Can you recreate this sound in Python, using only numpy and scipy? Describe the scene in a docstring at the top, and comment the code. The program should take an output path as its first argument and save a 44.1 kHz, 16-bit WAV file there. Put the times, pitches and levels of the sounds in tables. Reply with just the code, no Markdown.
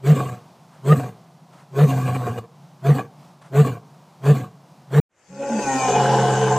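"""A run of short roars comes first, each surging to a deep boom and sagging into a rattling growl: a lion
in a wooded enclosure. The sound cuts off, and a second lion, close by in a walled yard, swells from a moan
into one long, harsh roar. Each voice is a train of vocal-fold pulses and puffed noise filtered by throat
resonances, joined by sine overtones and hiss; decaying noise tails give the echoes of each place."""
import sys
import numpy as np
from scipy import signal
from scipy.fft import rfft, irfft, next_fast_len
from scipy.io import wavfile
from scipy.ndimage import uniform_filter1d, map_coordinates

SR = 44100
rng = np.random.default_rng(int(sys.argv[2]) if len(sys.argv) > 2 else 0)


def digitize_waveform(pressure):
    """Quantize a signal to 16-bit integers and store it at the path in sys.argv[1].

    Rows of a 2-D input are taken as channels; values are limited to [-1, 1].
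    """
    field = np.atleast_2d(pressure).T
    bounded = np.clip(field, -1, 1)
    quanta = np.round(bounded * 32767).astype(np.int16)
    wavfile.write(sys.argv[1], SR, quanta)


N = 290173

# In filter tables only the shape matters: the filtered sound is brought to rms 1.
# Background spectrum of the wood and of the yard: (frequency [Hz], density [dB per Hz])
WOOD_SPECTRUM = [(24, -92), (40, -65.5), (105, -20), (122, -18), (145, -5.5), (191, -13.5), (338, -18),
                 (364, -16), (412, -22), (693, -14), (1000, -16.5), (1730, -31), (4560, -33.5),
                 (5290, -33.5), (15000, -47)]
YARD_SPECTRUM = [(24, -41), (40, -8), (565, -3.5), (1470, -8), (2120, -10), (4530, -25), (7050, -19.5),
                 (14000, -42)]
WOOD_DB = -49
# Echo among the trees and between the walls: (frequency [Hz], time to decay by 60 dB [s])
TREE_DECAY = [(150, 0.52), (800, 0.67), (3000, 0.2), (12000, 0.13)]
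WALL_DECAY = [(150, 0.93), (1000, 0.36), (8000, 0.3)]
# Faint rustles between the roars: (time [s], Gaussian spread [s], level [dB])
RUSTLES = [(0.752, 0.033, -54), (1.54, 0.0096, -51), (1.602, .025, -52), (3.422, 0.0051, -49.5),
           (3.461, 0.026, -51), (3.947, 0.0031, -53)]
# Spectrum of the rustles: (frequency [Hz], level [dB])
RUSTLE_SPECTRUM = [(200, -16.5), (700, 4), (1150, 3.5), (1800, -5), (4000, -16.5), (9000, -17.5),
                   (15000, -39)]

# Short roars: (time of the boom [s], boom level [dB], relative rasp level [dB], top pitch [Hz],
# stretch of the rise [factor], growl length [s], relative growl chest level [dB],
# relative growl rasp level [dB], fade of that rasp [dB])
ROARS = [(0.11, -7.5, -20, 156.1, 1.005, .19, -25, -29, 10.5),
         (.917, -8, -19.5, 157, 0.98, 0.12, -24, -29, 9.5),
         (1.834, -8.5, -20.5, 153.7, 1.233, .5, -20.5, -29.5, 6.5),
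         (2.904, -9, -21.5, 148, .95, 0.059, -26, -31.5, 5.5),
         (3.602, -8, -19.5, 152.4, 1, .09, -23, -30, 7.5),
         (4.305, -8, -20.5, 151, 1.01, 0.084, -24, -33.5, 5.5),
         (4.984, -9.5, -21.5, 151.5, 1.004, 0.095, -24.5, -30, 1.5)]
# Catches in the throat, where the growl rattles harder: (time [s], Gaussian spread [s], lift [dB])
CATCHES = [(0.298, 0.0057, 5), (1.095, .012, 3.5), (1.9, 0.012, 3.5), (2.02, 0.004, 4.5), (2.078, 0.011, 6),
           (2.157, 0.013, 7.5), (2.232, 0.0029, 3), (2.281, 0.015, 8.5), (2.387, 0.0064, 12),
           (2.988, 0.012, 6), (3.674, 0.0098, 5), (4.4, 0.0081, 1.5)]
# First lion's throat in the surge, slope: (frequency [Hz], level [dB])
SURGE_SLOPE = [(110, -54), (260, -1.5), (410, -0.5), (600, -4.5), (950, -11), (1600, -11.5), (2050, -18),
               (2600, -17.5), (4200, -40), (6000, -53)]
# and its resonances: (centre [Hz], width [Hz], lift [dB])
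SURGE_FORMANTS = [(457, 66, 13.2), (660, 88, 4.8), (1088, 62, 8.4), (1735, 140, 7.8), (3700, 250, 16)]
# First lion's throat in the growl, slope: (frequency [Hz], level [dB])
GROWL_SLOPE = [(90, -64), (180, 11.5), (260, -9.5), (330, -3.5), (480, -7.5), (900, -8.5), (1600, -22.5),
               (2050, -21), (2700, -25), (4200, -37.5), (6000, -42)]
# and its resonances: (centre [Hz], width [Hz], lift [dB])
GROWL_FORMANTS = [(475, 89, 13), (736, 33.5, 19), (914, 32, -12), (1136, 130, 15), (1623, 220, 14.5),
                  (2420, 180, 13), (2855, 51, 16)]
# Clear overtones of the surge: (multiple of the pitch [integer], relative level [dB])
SURGE_ORDERS = [(3, -3.5), (5, -10.5), (8, -15.5)]
# First lion's air past the teeth: (frequency [Hz], level [dB])
TEETH_SPECTRUM = [(1500, -33), (3000, 0.5), (4500, 0.5), (5300, -10.5), (6200, -0.5), (8000, 2.5),
                  (10500, -12.5), (13500, -2), (15500, -11)]
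# Low turbulent rumble of the first lion: (frequency [Hz], level [dB])
RUMBLE_SPECTRUM = [(20, -9.5), (90, 4.0), (200, -1.5), (500, -69.0)]

# Long roar: (time [s], pitch [Hz], roughness [0-1, clipped], mouth opening [0-1])
LONG_ROAR = [(5.4, 137.8, 0.49, 0.09), (5.58, 142.8, 0.67, 0), (5.68, 135.6, 0, 0.32),
             (5.77, 131.8, 0.14, 0.96), (5.89, 128.6, 0.57, 0.94), (6.0, 134.1, 0.99, 1),
             (6.55, 129.9, 1.03, 0.98)]
# Its effort: (time [s], relative throat level [dB], chest level [dB])
EFFORT = [(5.28, -61, -68), (5.33, -43.5, -48.5), (5.43, -27.5, -50.5), (5.72, -22.5, -38.5),
          (5.88, -18.5, -34.5), (6.03, -18, -23.5), (6.25, -19, -23.5), (6.55, -22.5, -24.5)]
# Its throat resonances rise, sink back and rise again: (time [s], frequency scale [factor])
LONG_SCALE = [(5.55, 1), (5.75, 1.03), (6.0, 1.005), (6.58, 1.02)]
# Clear overtones of the long roar: (multiple of the pitch [integer],
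# relative level with mouth shut [dB], relative level with mouth open [dB])
LONG_ORDERS = [(2, -6.5, -10), (3, -8, -18.5), (4, -3, -17.5), (5, -21, -21), (6, -7.5, 0), (7, -21, -9.5),
               (8, -19.5, -15.5), (10, -21, -19.5), (11, -14, -17.5), (14, -33, -23), (18, -20.5, -15),
               (19, -26, -18)]
# Overtones of its second vibration: (multiple of that pitch [integer], relative level [dB])
SECOND_ORDERS = [(3, -10), (4, -0.5), (5, -18.5)]
# Second lion's throat with the mouth nearly shut, slope: (frequency [Hz], level [dB])
SHUT_SLOPE = [(110, -58), (260, -1.5), (420, 0), (900, -11), (1200, -28), (2000, -23), (2700, -25),
              (3400, -45), (6000, -61.5)]
# and its resonances: (centre [Hz], width [Hz], lift [dB])
SHUT_FORMANTS = [(530, 85, 13.8), (842, 74, 21), (1443, 150, 24), (1837, 72, 15), (2500, 550, 12.4)]
# Second lion's throat with the mouth wide open, slope: (frequency [Hz], level [dB])
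OPEN_SLOPE = [(110, -48), (180, 1), (280, -22.5), (480, -0.5), (640, -12), (850, -2.5), (1200, -14.5),
              (1650, -12.5), (2100, -28), (3200, -22), (4500, -30), (6500, -54)]
# and its resonances: (centre [Hz], width [Hz], lift [dB])
OPEN_FORMANTS = [(415, 90, 8.3), (534.3, 18, 10.8), (718.3, 38.5, 22.4), (836, 65, 11.3),
                 (1011.6, 19, 15.4), (1525, 120, 8.5), (2170, 120, 3.8), (2927, 134, 13.8)]
# Second lion's hiss, slope: (frequency [Hz], level [dB])
FANG_SLOPE = [(2500, -5), (4500, -13), (5500, -6), (6400, -2.5), (7600, -3.5), (9000, -15), (11000, -26),
              (14000, -29.5), (15000, -50)]
# and its resonances: (centre [Hz], width [Hz], lift [dB])
FANG_WHISTLES = [(4640, 145, 12.5), (5330, 120, 6.5), (6300, 230, 9), (7080, 160, 7), (7700, 200, 2.5)]
# Moans and squeals that slide through the long roar: (time [s], length [s], first pitch [Hz],
# last pitch [Hz], level [dB])
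GLIDES = [(5.311, 0.15, 182.5, 239, -43), (5.414, 0.078, 562, 549, -31), (5.516, 0.073, 235, 206, -23.5),
          (5.572, 0.144, 885, 802, -31.5), (5.702, 0.067, 1869, 1840, -35), (5.82, 0.2, 1047, 1027, -32.5),
          (5.932, 0.037, 2520, 2440, -37), (5.973, 0.59, 220, 193.2, -30.5)]

CUT_S = 5.0
TOP_HZ = 15500
SURGE_ROUGH, GROWL_ROUGH = 0.88, 0.85  # share of noise power among the pulses
# surge of each short roar: attacks and releases are the times taken by 20 dB
BOOM_HOLD_S, BOOM_ATTACK_S, BOOM_RELEASE_S = 0.01423, 0.06, 0.02656
RASP_LEAD_S, RASP_ATTACK_S, RASP_RELEASE_S = 0.034, 0.042, 0.048
# pitch leaps from rest to its top, drops back and sags through the growl
REST_HZ, GROWL_HZ, SLACK_HZ, LEAP_S, TOP_S, DROP_S = 134, 130, 114, .064, 0.00867, .03
# throat resonances climb through the surge, then settle: scales, and seconds before and after the boom
SCALE_START, SCALE_TOP, SCALE_GROWL, CLIMB_S, CREST_S = .8, 1.1, .99, .1, .023
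# the growl follows the boom and weakens as the air runs out
GROWL_DELAY_S, GROWL_ATTACK_S, GROWL_RELEASE_S = .052, 0.033, .06
CHEST_FADE_DB, GROWL_HISS_DB, HISS_FADE_DB = 11, -43.5, 12
# a partial swoops up as the surge breaks into the growl
SWOOP_FROM_HZ, SWOOP_TO_HZ, SWOOP_MIDDLE_S, SWOOP_GLIDE_S = 190, 294.2, .046, 0.017
SWOOP_DB, SWOOP_HOLD_S, SWOOP_ATTACK_S, SWOOP_RELEASE_S = -25, 0.013, 0.11, 0.063
# the second lion's hiss (relative level) swells, is full at FANG_FULL_S and then slowly fades
FANG_DB, FANG_FULL_S, FANG_ATTACK_S, FANG_FADE_DB_PER_S = -33.5, 5.784, 0.44, 3.5
# a second, slower vibration of the folds sets in at full effort
SECOND_START_S, SECOND_ATTACK_S, SECOND_HZ, SECOND_SAG_HZ_PER_S, SECOND_DB = 6.0, 0.18, 112.8, 7, -26.5
BEAT_DB = 1.9  # the rasp throbs at the beat of the two vibrations
GLIDE_ATTACK_S, GLIDE_RELEASE_S, GLIDE_JITTER = 0.025, 0.05, .012


def amp(db):
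    """Logarithmic level: decibels to amplitude gain."""
    return 10 ** (np.asarray(db) / 20)


def unit(x):
    """Power normalisation: x scaled to rms 1."""
    return x / np.sqrt(np.mean(x ** 2) + 1e-20)


def clock():
    """Uniform sampling: the time of each sample in seconds."""
    return np.arange(N) / SR


def along(points, hz):
    """Logarithmic frequency scale: interpolate (Hz, value) points along it."""
    f, v = np.transpose(points)
    return np.interp(np.log(hz + 1), np.log(f + 1), v)


def curves(rows, ease=0.005):
    """Gradual control: one curve for each column after the time, corners rounded over ease seconds."""
    s, *cols = np.transpose(rows)
    lines = np.array([np.interp(clock(), s, c) for c in cols])
    return uniform_filter1d(lines, max(1, int(ease * SR)), axis=1)


def gate(start, end, fade):
    """Linear fading: one between two times, with a ramp outside each."""
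    inside = np.minimum(clock() - start, end - clock())
    return np.clip(inside / fade + 1, 0, 1)


def swell(start, hold, attack, release, curve=1.8):
    """Attack and decay: full for hold seconds; 20 dB down one attack before and one release after."""
    t = clock() - start
    away = np.maximum(-t / attack, 0) + np.maximum((t - hold) / release, 0)
    return amp(-20 * np.minimum(away, 10) ** curve)


def wobble(rate, size=16):
    """Band-limited random drift: a smooth curve with rate random knots a second."""
    steps = np.arange(0, N + size, size)
    knots = rng.standard_normal(int(N * rate / SR) + 4)
    return np.interp(np.arange(N), steps, map_coordinates(knots, [steps * rate / SR]))


def colour(x, slope, formants=(), size=8192):
    """Minimum-phase filtering: x through a slope with resonances on it, at rms 1."""
    hz = np.fft.rfftfreq(size, 1 / SR)
    db = along(slope, hz)
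    for centre, width, lift in formants:
        db = db + lift / (1 + (2 * (hz - centre) / width) ** 2)
    # folding the cepstrum onto positive times makes the filter causal
    cepstrum = irfft(np.log(amp(db)))
    cepstrum[1:size // 2] *= 2
    cepstrum[size // 2 + 1:] = 0
    response = irfft(np.exp(rfft(cepstrum)))
    return unit(signal.oaconvolve(x, response)[:N])


def wood_air():
    """Broadband ambient noise: the soft, wavering background of the wood."""
    noise = colour(rng.standard_normal(N), WOOD_SPECTRUM, [(160, 82, 9.4)])
    return amp(WOOD_DB + 1.2 * wobble(9.5)) * noise


def yard_air():
    """Broadband ambient noise: the steady, very faint background of the yard."""
    return amp(-62.0) * colour(rng.standard_normal(N), YARD_SPECTRUM)


def rustles():
    """Noise under Gaussian envelopes: soft brief stirrings."""
    gain = sum(amp(db) * np.exp(-.5 * ((clock() - s) / spread) ** 2) for s, spread, db in RUSTLES)
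    return gain * colour(rng.standard_normal(N), RUSTLE_SPECTRUM)


def echo(x, t60, size=256):
    """Diffuse reverberation: a noise tail in which each frequency dies at its own speed."""
    hz, t, z = signal.stft(rng.standard_normal(SR), SR, nperseg=size)
    decay = amp(-60 * t / along(t60, hz)[:, None])
    tail = signal.istft(z * decay, SR, nperseg=size)[1]
    tail = np.pad(tail / np.linalg.norm(tail), (SR // 100, 0))  # sets in after 10 ms
    return signal.oaconvolve(x, tail)[:N]


def cycles(pitch, jitter):
    """Phase as the integral of frequency: cycles counted at a trembling pitch."""
    return np.cumsum(pitch * (1 + jitter * wobble(90))) / SR


def puffs(turns, depth):
    """Modulated turbulence: noise of air let through most strongly once a cycle."""
    return unit(rng.standard_normal(N) * np.exp(depth * np.cos(2 * np.pi * turns)))


def folds(turns, rough, scatter_db):
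    """Vocal-fold excitation: one uneven pulse a cycle, mixed with a share of puffed noise."""
    since = (turns % 1 - .5) / np.gradient(turns)  # samples from the pulse
    pulses = unit(np.sinc(since / 2) * np.exp(-(since / 10) ** 2))
    rough = np.clip(rough, 0, 1)
    mix = np.sqrt(1 - rough) * pulses + np.sqrt(rough) * puffs(turns - .5, depth=0.25)
    return unit(mix * amp(scatter_db * wobble(110)))


def bend(x, scale):
    """Time warping: all resonances of x multiplied by a scale that changes in time."""
    return map_coordinates(x, [np.cumsum(scale)], mode="mirror")


def throat(turns, scale, slope, formants, rough, scatter_db):
    """Source and filter: pulses through resonances that all move by one scale at unchanged pitch."""
    # divide the pitch by the scale beforehand, so that the warp restores it
    rate = np.interp(np.arange(N), np.cumsum(scale), np.gradient(turns) / scale)
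    pulses = folds(np.cumsum(rate), rough, scatter_db)
    return bend(colour(pulses, slope, formants), scale)


def ragged(x, depth_db, size=512):
    """Random spectral modulation: the colour of a rasp flickers from moment to moment."""
    z = signal.stft(x, nperseg=size)[2]
    field = uniform_filter1d(rng.standard_normal(z.shape), size=3, axis=0)  # over frequency
    field = uniform_filter1d(field, size=9, axis=1)  # over time
    flicker = amp(depth_db * np.tanh(unit(field)))
    return unit(signal.istft(z * flicker, nperseg=size)[1][:N])


def overtones(turns, orders, waver_db):
    """Harmonic series: clear multiples of the pitch, each wavering in strength."""
    out = np.zeros(N)
    for k, db in orders:
        partial = np.sin(2 * np.pi * (round(k) * turns + rng.random()))
        out += amp(db + waver_db * wobble(25)) * partial
    return np.sqrt(2) * out


def roar_shape():
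    """Fold tension and throat tuning: pitch and resonances climb in each surge, then fall for the growl."""
    pitch, scale = [], []
    for s, _, _, top_hz, stretch, length, *_ in ROARS:
        top, growl = s + TOP_S, s + GROWL_DELAY_S
        pitch += [(top - stretch * LEAP_S, REST_HZ), (top, top_hz), (top + DROP_S, REST_HZ),
                  (growl + length / 2, GROWL_HZ), (growl + length + GROWL_RELEASE_S / 2, SLACK_HZ)]
        scale += [(s - stretch * CLIMB_S, SCALE_START), (s + CREST_S, SCALE_TOP),
                  (growl, SCALE_GROWL), (growl + length, SCALE_GROWL)]
    return curves(pitch, ease=.012)[0], curves(scale)[0]


def surges():
    """Staggered envelopes: the rasp is full first, and the boom is full as the rasp begins to fall."""
    boom, rasp = np.zeros((2, N))
    for s, boom_db, rasp_db, _, stretch, *_ in ROARS:
        lead = stretch * RASP_LEAD_S
        boom += amp(boom_db) * swell(s, BOOM_HOLD_S, stretch * BOOM_ATTACK_S, BOOM_RELEASE_S, curve=1.4)
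        rasp += amp(rasp_db) * swell(s - lead, lead, stretch * RASP_ATTACK_S, RASP_RELEASE_S, curve=1.54)
    return boom, rasp


def growls():
    """Decay with spent breath: gains of chest tone, rattle and hiss, the chest tone dropping latest."""
    chest, rattle, hiss = np.zeros((3, N))
    for s, *_, length, chest_db, rasp_db, fade_db in ROARS:
        start = s + GROWL_DELAY_S
        spent = np.clip((clock() - start) / length, 0, 1)
        flow = swell(start, length, GROWL_ATTACK_S, GROWL_RELEASE_S, curve=1.2)
        chest += flow * amp(chest_db - CHEST_FADE_DB * spent ** 3)
        rattle += flow * amp(rasp_db - fade_db * spent)
        hiss += flow * amp(GROWL_HISS_DB - HISS_FADE_DB * spent)
    catch_db = sum(db * np.exp(-.5 * ((clock() - s) / spread) ** 2) for s, spread, db in CATCHES)
    shake_db = catch_db + 0.92 * wobble(45)
    return chest, rattle * amp(shake_db), hiss * amp(0.59 * shake_db)


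def swoops():
    """Frequency glide: one unsteady partial slides upward just after every boom."""
    middles = np.array([roar[0] for roar in ROARS]) + SWOOP_MIDDLE_S
    nearest = np.searchsorted((middles[1:] + middles[:-1]) / 2, clock())
    since = clock() - middles[nearest]
    rise = (1 + np.tanh(since / SWOOP_GLIDE_S / 2)) / 2
    hz = SWOOP_FROM_HZ + (SWOOP_TO_HZ - SWOOP_FROM_HZ) * rise
    gain = sum(swell(s, SWOOP_HOLD_S, SWOOP_ATTACK_S, SWOOP_RELEASE_S) for s in middles)
    return amp(SWOOP_DB) * gain * np.sin(2 * np.pi * cycles(hz, jitter=.04))


def first_lion():
    """Tone and turbulence: chest tone under rasping pulses and hiss; slack growling folds beat unevenly."""
    pitch, scale = roar_shape()
    boom, rasp = surges()
    scale = scale * (1 + .014 * wobble(16))
    chest, growl, hiss = growls()
    slack = chest / (chest + boom + 1e-6)
    turns = cycles(pitch, jitter=0.00802 + 0.028 * slack)

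    tone_gain = boom + amp(-1.5) * chest * amp(3.0 * wobble(60))
    tone = np.sqrt(2) * np.sin(2 * np.pi * turns) * tone_gain
    octave = amp(-11.5) * chest * overtones(turns, [(2, 0)], waver_db=3)

    pulses = throat(turns, scale, SURGE_SLOPE, SURGE_FORMANTS, rough=SURGE_ROUGH, scatter_db=2.0)
    bark = amp(-3.0) * ragged(pulses, depth_db=4.5)
    bark += amp(-5) * overtones(turns, SURGE_ORDERS, waver_db=6.0)

    pulses = throat(turns, scale, GROWL_SLOPE, GROWL_FORMANTS, rough=GROWL_ROUGH, scatter_db=2.5)
    rattle = amp(2.0) * growl * ragged(pulses, depth_db=5.5)

    teeth = ragged(colour(puffs(turns, depth=0.093), TEETH_SPECTRUM), depth_db=7)
    air = (amp(-21.0) * rasp + hiss) * teeth
    rumble_gain = amp(-29) * rasp + amp(-37) * growl
    rumble = rumble_gain * colour(rng.standard_normal(N), RUMBLE_SPECTRUM)
    return tone + rasp * bark + rattle + octave + swoops() + air + rumble


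def glides():
    """Frequency glides: unsteady single tones, each sliding from one pitch to another."""
    out = np.zeros(N)
    for s, length, first_hz, last_hz, db in GLIDES:
        hz = np.interp(clock(), [s, s + length], [first_hz, last_hz])
        turns = cycles(hz, jitter=GLIDE_JITTER)
        gain = amp(db) * swell(s, length, GLIDE_ATTACK_S, GLIDE_RELEASE_S)
        out += gain * overtones(turns, [(1, 0)], waver_db=1.5)
    return out


def second_vibration():
    """Two-frequency vibration: gain and cycle count of a slower motion beating against the main voice."""
    hz = SECOND_HZ - SECOND_SAG_HZ_PER_S * (clock() - SECOND_START_S)
    return swell(SECOND_START_S, N / SR, SECOND_ATTACK_S, 1), cycles(hz, jitter=0.016)


def second_lion():
    """Source and changing filter: the mouth opens as a moan turns harsh; rasp, overtones, chest and hiss."""
    pitch, rough, mouth = curves(LONG_ROAR)
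    rough, mouth = np.clip([rough, mouth], 0, 1)
    effort, chest = amp(curves(EFFORT, ease=0.027)) * gate(EFFORT[0][0], N / SR, fade=0.072)
    turns = cycles(pitch, jitter=0.00507 + 0.00701 * rough)
    scale = curves(LONG_SCALE)[0]

    shut = colour(folds(turns, rough=1.0, scatter_db=6.5), SHUT_SLOPE, SHUT_FORMANTS)
    wide = throat(turns, scale, OPEN_SLOPE, OPEN_FORMANTS, rough=0.84, scatter_db=1.5)
    rasp = ragged(np.sqrt(1 - mouth) * shut + np.sqrt(mouth) * wide, depth_db=3.0)
    harsh = amp(-0.5) * effort * np.sqrt(rough) * rasp

    orders = [(k, shut_db + mouth * (open_db - shut_db)) for k, shut_db, open_db in LONG_ORDERS]
    clear = amp(-2.5) * effort * np.sqrt(1 - rough) * overtones(turns, orders, waver_db=4.5)
    tone = chest * overtones(turns, [(1, 0)], waver_db=1.5)

    second, second_turns = second_vibration()
    clear += amp(SECOND_DB) * second * overtones(second_turns, SECOND_ORDERS, waver_db=3.0)
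    clear += glides()
    harsh *= amp(BEAT_DB * second * np.cos(2 * np.pi * (turns - second_turns)))

    fade_db = FANG_FADE_DB_PER_S * np.maximum(clock() - FANG_FULL_S, 0)
    hiss_gain = amp(FANG_DB - fade_db) * swell(FANG_FULL_S, N / SR, FANG_ATTACK_S, 1)
    hiss = bend(colour(puffs(turns, depth=0.12), FANG_SLOPE, FANG_WHISTLES), scale)
    return harsh, clear, tone, hiss_gain * ragged(hiss, depth_db=6)


def wood():
    """Direct and scattered sound: the first lion among trees, in mono, over a soft background."""
    lion = first_lion()
    return lion + amp(-25.5) * echo(lion, TREE_DECAY) + wood_air() + rustles()


def yard():
    """Reverberation between walls in stereo: the second lion, its hiss spread wide and leaning left."""
    harsh, clear, chest, hiss = second_lion()
    voice = harsh + clear
    ring = amp(-17.0) * echo(clear, WALL_DECAY) + amp(-5.0) * echo(harsh, WALL_DECAY)
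    middle = voice + chest + ring + yard_air()
    # the gradient weakens low frequencies, so the bass stays in the middle
    side = amp(-8.5) * echo(np.gradient(voice), WALL_DECAY) + amp(-4.5) * echo(hiss, WALL_DECAY)
    return middle + hiss * amp([[3], [-5]]) + np.array([side, -side])


def scene():
    """Succession of two sound fields: the wood stops dead, then the yard fades in."""
    return wood() * gate(0, CUT_S, fade=0.0011) + yard() * gate(5.2, N / SR, fade=0.11)


def record(dry):
    """Band limitation: nothing is kept at or above the top frequency."""
    size = next_fast_len(N + SR // 2)
    kept = np.fft.rfftfreq(size, 1 / SR) < TOP_HZ
    return irfft(rfft(dry, size) * kept, size)[:, :N]


dry = scene()
out = record(dry)
digitize_waveform(out)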